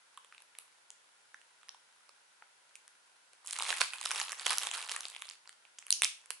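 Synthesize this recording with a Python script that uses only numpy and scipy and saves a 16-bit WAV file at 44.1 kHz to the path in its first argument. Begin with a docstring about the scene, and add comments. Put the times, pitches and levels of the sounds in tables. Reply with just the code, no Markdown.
"""Sparse ticks and snaps of bubble wrap pinched between two hands, close by in a small room.
The film ticks as pressure builds, crumples for two seconds as it is twisted, then gives a few sharp snaps.
Each is made of tiny buckles: a crease clicks, the film around it flexes and an air pocket rings.
The walls answer briefly, and a faint room tone lies underneath."""
import sys
import numpy as np
from scipy import signal
from scipy.fft import rfft, irfft, next_fast_len
from scipy.io import wavfile

SR = 44100
rng = np.random.default_rng(int(sys.argv[2]) if len(sys.argv) > 2 else 0)


def to_wav(s):
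    """Save 16-bit WAV."""
    ch = np.atleast_2d(s).T  # columns
    pcm = np.round(np.clip(ch, -1, 1) * 32767)  # PCM
    wavfile.write(sys.argv[1], SR, pcm.astype(np.int16))


N = 282240
TOP_HZ = 11150  # upper edge of the treble


def amp(db):
    """Decibels to gain."""
    return 10 ** (np.asarray(db) / 20)


def along(points, hz):
    """Read a curve of (Hz, value) points on a log frequency axis."""
    point_hz, values = np.transpose(points)
    return np.interp(np.log(hz + 1), np.log(point_hz), values)


def filtered(x, gain):
    """Minimum-phase EQ with the curve gain(hz), so nothing rings ahead of a click."""
    size = 2 * next_fast_len(N // 2 + SR // 4)
    cepstrum = irfft(np.log(np.maximum(gain(np.fft.rfftfreq(size, 1 / SR)), 1e-6)))
    cepstrum[1:size // 2] *= 2
    cepstrum[size // 2 + 1:] = 0
    return irfft(rfft(x, size) * np.exp(rfft(cepstrum)), size)[:, :N]


def room_tone(level_db=-68.5):
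    """Steady air noise of the room with a little hiss, wide except in the bass."""
    # Each row: frequency in Hz, relative noise density in dB.
    spectrum = [(24, -70), (40, -46), (124, -17.5), (156, -21), (332, -13.5), (518, -7), (656, -7),
                (1000, -1), (1180, -7), (1420, 1.5), (1720, -3.5), (2170, -4.5), (7730, -10.5), (10000, -9),
                (11000, -9), (14300, -41), (22000, -120)]
    # Each row: frequency in Hz, likeness of left and right (1 is mono, negatives count as 0).
    likeness = [(60, 0.64), (220, 0.15), (840, -0.077), (3120, 0.02), (11600, 0.14)]

    def noise(share):
        def gain(hz):
            width = np.arccos(np.clip(along(likeness, hz), 0, .99)) / 2
            return amp(along(spectrum, hz)) * share(width) / (1 + (hz / TOP_HZ) ** 40)
        return filtered(rng.standard_normal((1, N)), gain)[0]

    mid, side = noise(np.cos), noise(np.sin)
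    return amp(level_db) * np.array([mid + side, mid - side]) / mid.std()


def room_reverb(x, wall_s=.0108, near_db=-11, slap=0.26, tails=5):
    """Weak scatter off the hands, the nearest wall, then a diffuse tail that changes as the sheet moves."""
    # Each row: frequency in Hz, seconds to die away by 60 dB.
    decay = [(200, 0.14), (1000, .26), (3000, 0.34), (7000, 0.33), (11000, .28)]
    # EQ of the reverb return. Each row: frequency in Hz, gain in dB.
    return_eq = [(200, -12.5), (1000, -9), (2500, -7), (5000, -8), (10000, -7.5)]
    wet = np.zeros((2, N))
    wall = int(wall_s * SR)
    active_tail = np.arange(N) // (SR // 70) % tails  # the send moves on 70 times a second
    for k in range(tails):
        hz, t, noise = signal.stft(rng.standard_normal((2, SR // 2)), SR, nperseg=256)
        fade = amp(-60 * t / along(decay, hz)[:, None])
        tail = signal.istft(noise * fade, SR, nperseg=256)[1]
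        tail[:, :wall] *= amp(near_db)
        tail[:, :SR // 700] = 0  # 1.4 ms of pre-delay
        tail /= np.linalg.norm(tail[0])
        tail[:, wall] += slap
        send = x.mean(0, keepdims=True) * (active_tail == k)
        wet += signal.fftconvolve(send, tail, axes=1)[:, :N]
    return filtered(wet, lambda hz: amp(along(return_eq, hz)))


def rings(times, db, hz, spread_octaves, t60_s, left_db, pan_spread_db, skew_rad, modes=3):
    """A few damped modes per buckle, pitched anew each time; left and right differ in level and phase."""
    t = np.arange(int(t60_s * SR)) / SR
    detune, skew, weight = rng.standard_normal((len(times), 3, modes, 1)).swapaxes(0, 1)
    phase = 2 * np.pi * hz * 2 ** (spread_octaves * detune) * t
    lead = skew_rad * skew
    strength = np.sign(weight) * (1 + np.abs(weight))
    envelope = amp(-60 * t / t60_s) * (1 - np.exp(-2 * np.pi * hz * t))
    pair = np.array([(strength * np.sin(phase + side * lead)).sum(1) * envelope for side in (1, -1)])
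    energy = (pair.mean(0) ** 2 + pair.var(0) / 2).sum(1) / (SR / 1000)  # as power over 1 ms
    pan = left_db + pan_spread_db * rng.standard_normal(len(times))
    pair *= (amp(db + np.array([pan, -pan]) / 2) / np.sqrt(energy))[..., None]
    starts = np.round(np.abs(times) * SR).astype(int)
    samples = (starts[:, None] + np.arange(len(t))).ravel()
    return np.array([np.bincount(samples, side.ravel(), N)[:N] for side in pair])


def buckles(times, pocket_db, film_db, crease_db):
    """Each buckle rings a hollow air pocket, the bright film and the sharp crease itself."""
    pocket = rings(times, pocket_db, hz=1080, spread_octaves=.45, t60_s=0.012,
                   left_db=-2.5, pan_spread_db=1.6, skew_rad=0.22, modes=2)
    film = rings(times, film_db, hz=3020, spread_octaves=.4, t60_s=0.0047,
                 left_db=-3.0, pan_spread_db=3.5, skew_rad=.35)
    crease = rings(times, crease_db, hz=8680, spread_octaves=.25, t60_s=0.0018,
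                   left_db=-2.5, pan_spread_db=2, skew_rad=0.38)
    return pocket + film + crease


def scatter(count, spread_db):
    """Random buckle sizes in dB, of mean power 1, none far above the rest."""
    db = spread_db * np.minimum(rng.standard_normal(count), 2)
    return db - 10 * np.log10(np.mean(amp(db) ** 2))


def strain(level_db=-64, film_db=-5.0, crease_db=-5, count=90):
    """The film under pressure keeps ticking faintly."""
    times = rng.random(count) * N / SR
    size = level_db + scatter(count, spread_db=1.5)
    film = size + film_db + scatter(count, spread_db=-0.5)
    crease = size + crease_db + scatter(count, spread_db=2)
    return buckles(times, size, film, crease)


def crumple(pocket_db=-2.0, film_db=-3.0, crease_db=-4.0, count=2400):
    """Twisting sets off a stream of small buckles, denser as it gets louder."""
    # Swell of the twist. Each row: time in seconds, pocket level in dB, film and crease level in dB,
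    # both before the trims.
    twist = [(3.44, -67, -68), (3.47, -62, -53), (3.57, -58, -51), (3.64, -47.5, -44), (3.69, -44, -39),
             (3.73, -45, -42), (3.78, -48, -45), (3.83, -47, -43), (3.87, -58, -50), (3.915, -55, -52),
             (3.935, -49, -48), (3.98, -52, -50), (4.05, -61, -48), (4.09, -56, -47), (4.14, -48, -44.5),
             (4.18, -45, -38), (4.24, -52, -46), (4.3, -53, -52), (4.355, -57, -55), (4.4, -51, -47),
             (4.45, -54.5, -47), (4.48, -44, -40), (4.52, -37, -38), (4.56, -52, -47.5), (4.6, -54, -48),
             (4.65, -41, -42), (4.7, -54, -49), (4.76, -45.5, -46), (4.82, -50, -47), (4.87, -53, -50),
             (4.93, -49.5, -46), (5.0, -53, -56), (5.06, -63, -54), (5.13, -64, -63), (5.29, -67, -56),
             (5.36, -70, -66)]
    twist_s, hollow_db, bright_db = np.transpose(twist)
    grid = np.linspace(twist_s[0], twist_s[-1], SR // 10)
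    density = amp(.6 * np.interp(grid, twist_s, bright_db))
    density *= count / (density.mean() * np.ptp(grid) * 1000)  # buckles per millisecond
    times = np.interp(rng.random(count), np.cumsum(density) / density.sum(), grid)
    crowding_db = 10 * np.log10(np.interp(times, grid, density))  # close buckles share the level
    size = scatter(count, spread_db=7.5) - crowding_db
    bright = size + np.interp(times, twist_s, bright_db)
    pocket = size + np.interp(times, twist_s, hollow_db) + pocket_db + scatter(count, spread_db=3)
    film = bright + film_db + scatter(count, spread_db=5)
    crease = bright + crease_db + scatter(count, spread_db=4.5)
    return buckles(times, pocket, film, crease)


def collapses(pocket_db=-4, film_db=-3.0, crease_db=-8, per_fold=16):
    """A whole fold gives way: many buckles within a few milliseconds."""
    # Each row: centre in seconds, half width in seconds, level in dB before the trims.
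    folds = [(3.8095, 0.0031, -32.5), (3.8152, .0016, -23), (4.058, .0015, -34.5), (4.4655, .002, -30.5),
             (4.507, .002, -32)]
    centre_s, half_width_s, db = np.repeat(folds, per_fold, axis=0).T
    times = centre_s + half_width_s * rng.uniform(-1, 1, len(db))
    spacing_ms = 2000 * half_width_s / per_fold
    size = db + 10 * np.log10(spacing_ms) + scatter(len(db), spread_db=3.5)
    return buckles(times, size + pocket_db, size + film_db, size + crease_db)


def snaps(pocket_db=-1.84, film_db=-1.63, crease_db=0.45):
    """The buckles that stand out singly, from light ticks to sharp cracks."""
    # Each row: start in seconds, then pocket, film and crease levels in dB before the trims.
    hits = [(0.1748, -38.5, -45.5, -49.5), (0.1784, -55, -56, -66), (0.2469, -53, -53, -55),
            (0.3247, -49, -46.5, -65), (0.3479, -59, -50.5, -61), (0.3803, -68, -46, -61),
            (0.404, -54, -57, -60), (0.4216, -73, -63, -47.5), (0.5514, -63, -48.5, -62),
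            (0.5869, -49, -43, -35.5), (0.9043, -54, -49.5, -42.5), (1.3442, -39, -52.5, -60),
            (1.3475, -55, -71, -76), (1.4155, -70, -54.5, -62), (1.6316, -56, -52, -64),
            (1.6859, -50, -53, -53.5), (1.6923, -50, -38.5, -64), (1.7462, -45.5, -54, -61),
            (2.0927, -49.5, -51.5, -58), (2.4235, -42.5, -51, -77), (2.7553, -76, -44.5, -44.5),
            (2.7622, -72, -62, -52), (2.8792, -55.5, -57, -49), (3.3335, -56.5, -54.5, -55),
            (3.4463, -51, -64, -61), (3.452, -72, -65, -50), (3.4623, -76, -53, -38.5),
            (3.4735, -52, -57, -34.5), (3.4877, -53, -61, -42), (3.4988, -61, -52, -46),
            (3.5098, -52, -50, -33.5), (3.5272, -50, -38.5, -34), (3.5319, -54, -35.5, -31),
            (3.564, -60, -33.5, -41), (3.5884, -32.5, -44, -30), (3.598, -34, -30, -45),
            (3.6066, -27.5, -39, -42), (3.6233, -32, -28.5, -30.5), (3.6345, -54, -38, -35),
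            (3.7045, -28, -25.5, -35), (3.7269, -24, -30, -36), (3.7715, -53, -34, -38),
            (3.7831, -41, -39, -39), (3.8101, -28, -29, -25), (3.815, -19, -21, -34),
            (3.9352, -30.5, -38.5, -42), (4.0131, -38, -33.5, -35.5), (4.0396, -53, -42, -40),
            (4.0544, -46, -33, -31), (4.058, -37, -26, -32), (4.1084, -31.5, -27.5, -35),
            (4.1151, -29, -25.5, -31.5), (4.2001, -38, -28, -28.5), (4.2146, -30.5, -25.5, -39),
            (4.231, -64, -40, -43), (4.2945, -40, -37, -41), (4.3202, -47, -33.5, -33.5),
            (4.3296, -34, -38.5, -40), (4.3965, -40.5, -33.5, -40), (4.4627, -34, -27, -35),
            (4.4655, -24.5, -25, -26), (4.496, -41, -25.5, -38), (4.5065, -43, -31, -27.5),
            (4.5116, -36, -26, -31), (4.5315, -32, -31, -30.5), (4.5763, -35, -45, -47),
            (4.5836, -54, -40, -19.5), (4.624, -40, -35, -38), (4.6334, -38, -33, -31),
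            (4.6705, -31, -28.5, -31), (4.6902, -43, -39, -53), (4.7137, -40, -30, -32.5),
            (4.7378, -45, -36.5, -35.5), (4.7418, -53, -36, -41), (4.7496, -57, -34, -40),
            (4.7526, -45, -41, -41), (4.8267, -52, -34.5, -43), (4.8947, -39, -32, -39.5),
            (4.9164, -43, -31.5, -32.5), (4.9205, -52, -32, -36), (4.9635, -32, -32, -31.5),
            (5.0073, -50, -45, -32.5), (5.0326, -49, -44, -54), (5.054, -40.5, -31, -45.5),
            (5.0838, -55, -48, -40.5), (5.1004, -57, -49, -42.5), (5.1493, -61, -39.5, -52),
            (5.1636, -43.5, -35.5, -51), (5.1928, -64, -67, -57), (5.2173, -59, -55, -46),
            (5.2213, -41, -33, -41.5), (5.2602, -60, -54, -63), (5.2769, -59, -62, -67),
            (5.2897, -52, -41.5, -49), (5.2992, -57, -43, -40.5), (5.3201, -67, -64, -56),
            (5.4565, -56, -52.5, -67), (5.4754, -61, -45, -55), (5.4934, -50, -44, -46.5),
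            (5.5282, -59, -59, -61), (5.6523, -55, -51.5, -69), (5.786, -66, -43.5, -44.5),
            (5.7898, -72, -64, -40.5), (5.8155, -63, -66, -60), (5.8255, -59, -47, -58),
            (5.8672, -52.5, -45, -41.5), (5.8824, -55, -50, -52), (5.9057, -58, -21, -17.5),
            (5.9263, -50, -20.5, -22), (6.0207, -46, -19, -19), (6.0349, -37, -21, -23),
            (6.0409, -57, -30, -28.5), (6.0457, -39, -28, -22), (6.0487, -60, -32, -29),
            (6.053, -54, -25, -32), (6.2147, -76, -60, -61), (6.2592, -61, -56, -50.5),
            (6.3055, -37, -32.5, -31.5), (6.3114, -67, -42, -43)]
    times, pocket, film, crease = np.transpose(hits)
    return buckles(times, pocket + pocket_db, film + film_db, crease + crease_db)


def scene():
    """The sheet, its room and the quiet behind it."""
    # The sheet radiates little bass. Each row: frequency in Hz, gain in dB.
    sheet_eq = [(30, -19.5), (120, -28), (200, -23), (300, -16.5), (450, -6), (680, -6.5), (1100, 1.5),
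                (1450, 1), (2300, 1), (3500, 1), (5500, 4), (8000, 0), (10800, 3)]
    crackle = snaps() + crumple() + collapses() + strain()
    sheet = filtered(crackle, lambda hz: amp(along(sheet_eq, hz)))
    return sheet + room_reverb(sheet) + room_tone()


def record(dry):
    """A steep low-pass takes off the highest treble."""
    size = next_fast_len(N + SR // 4)
    hz = np.fft.rfftfreq(size, 1 / SR)
    return irfft(rfft(dry, size) / np.sqrt(1 + (hz / TOP_HZ) ** 130), size)[:, :N]


dry = scene()
out = record(dry)
to_wav(out)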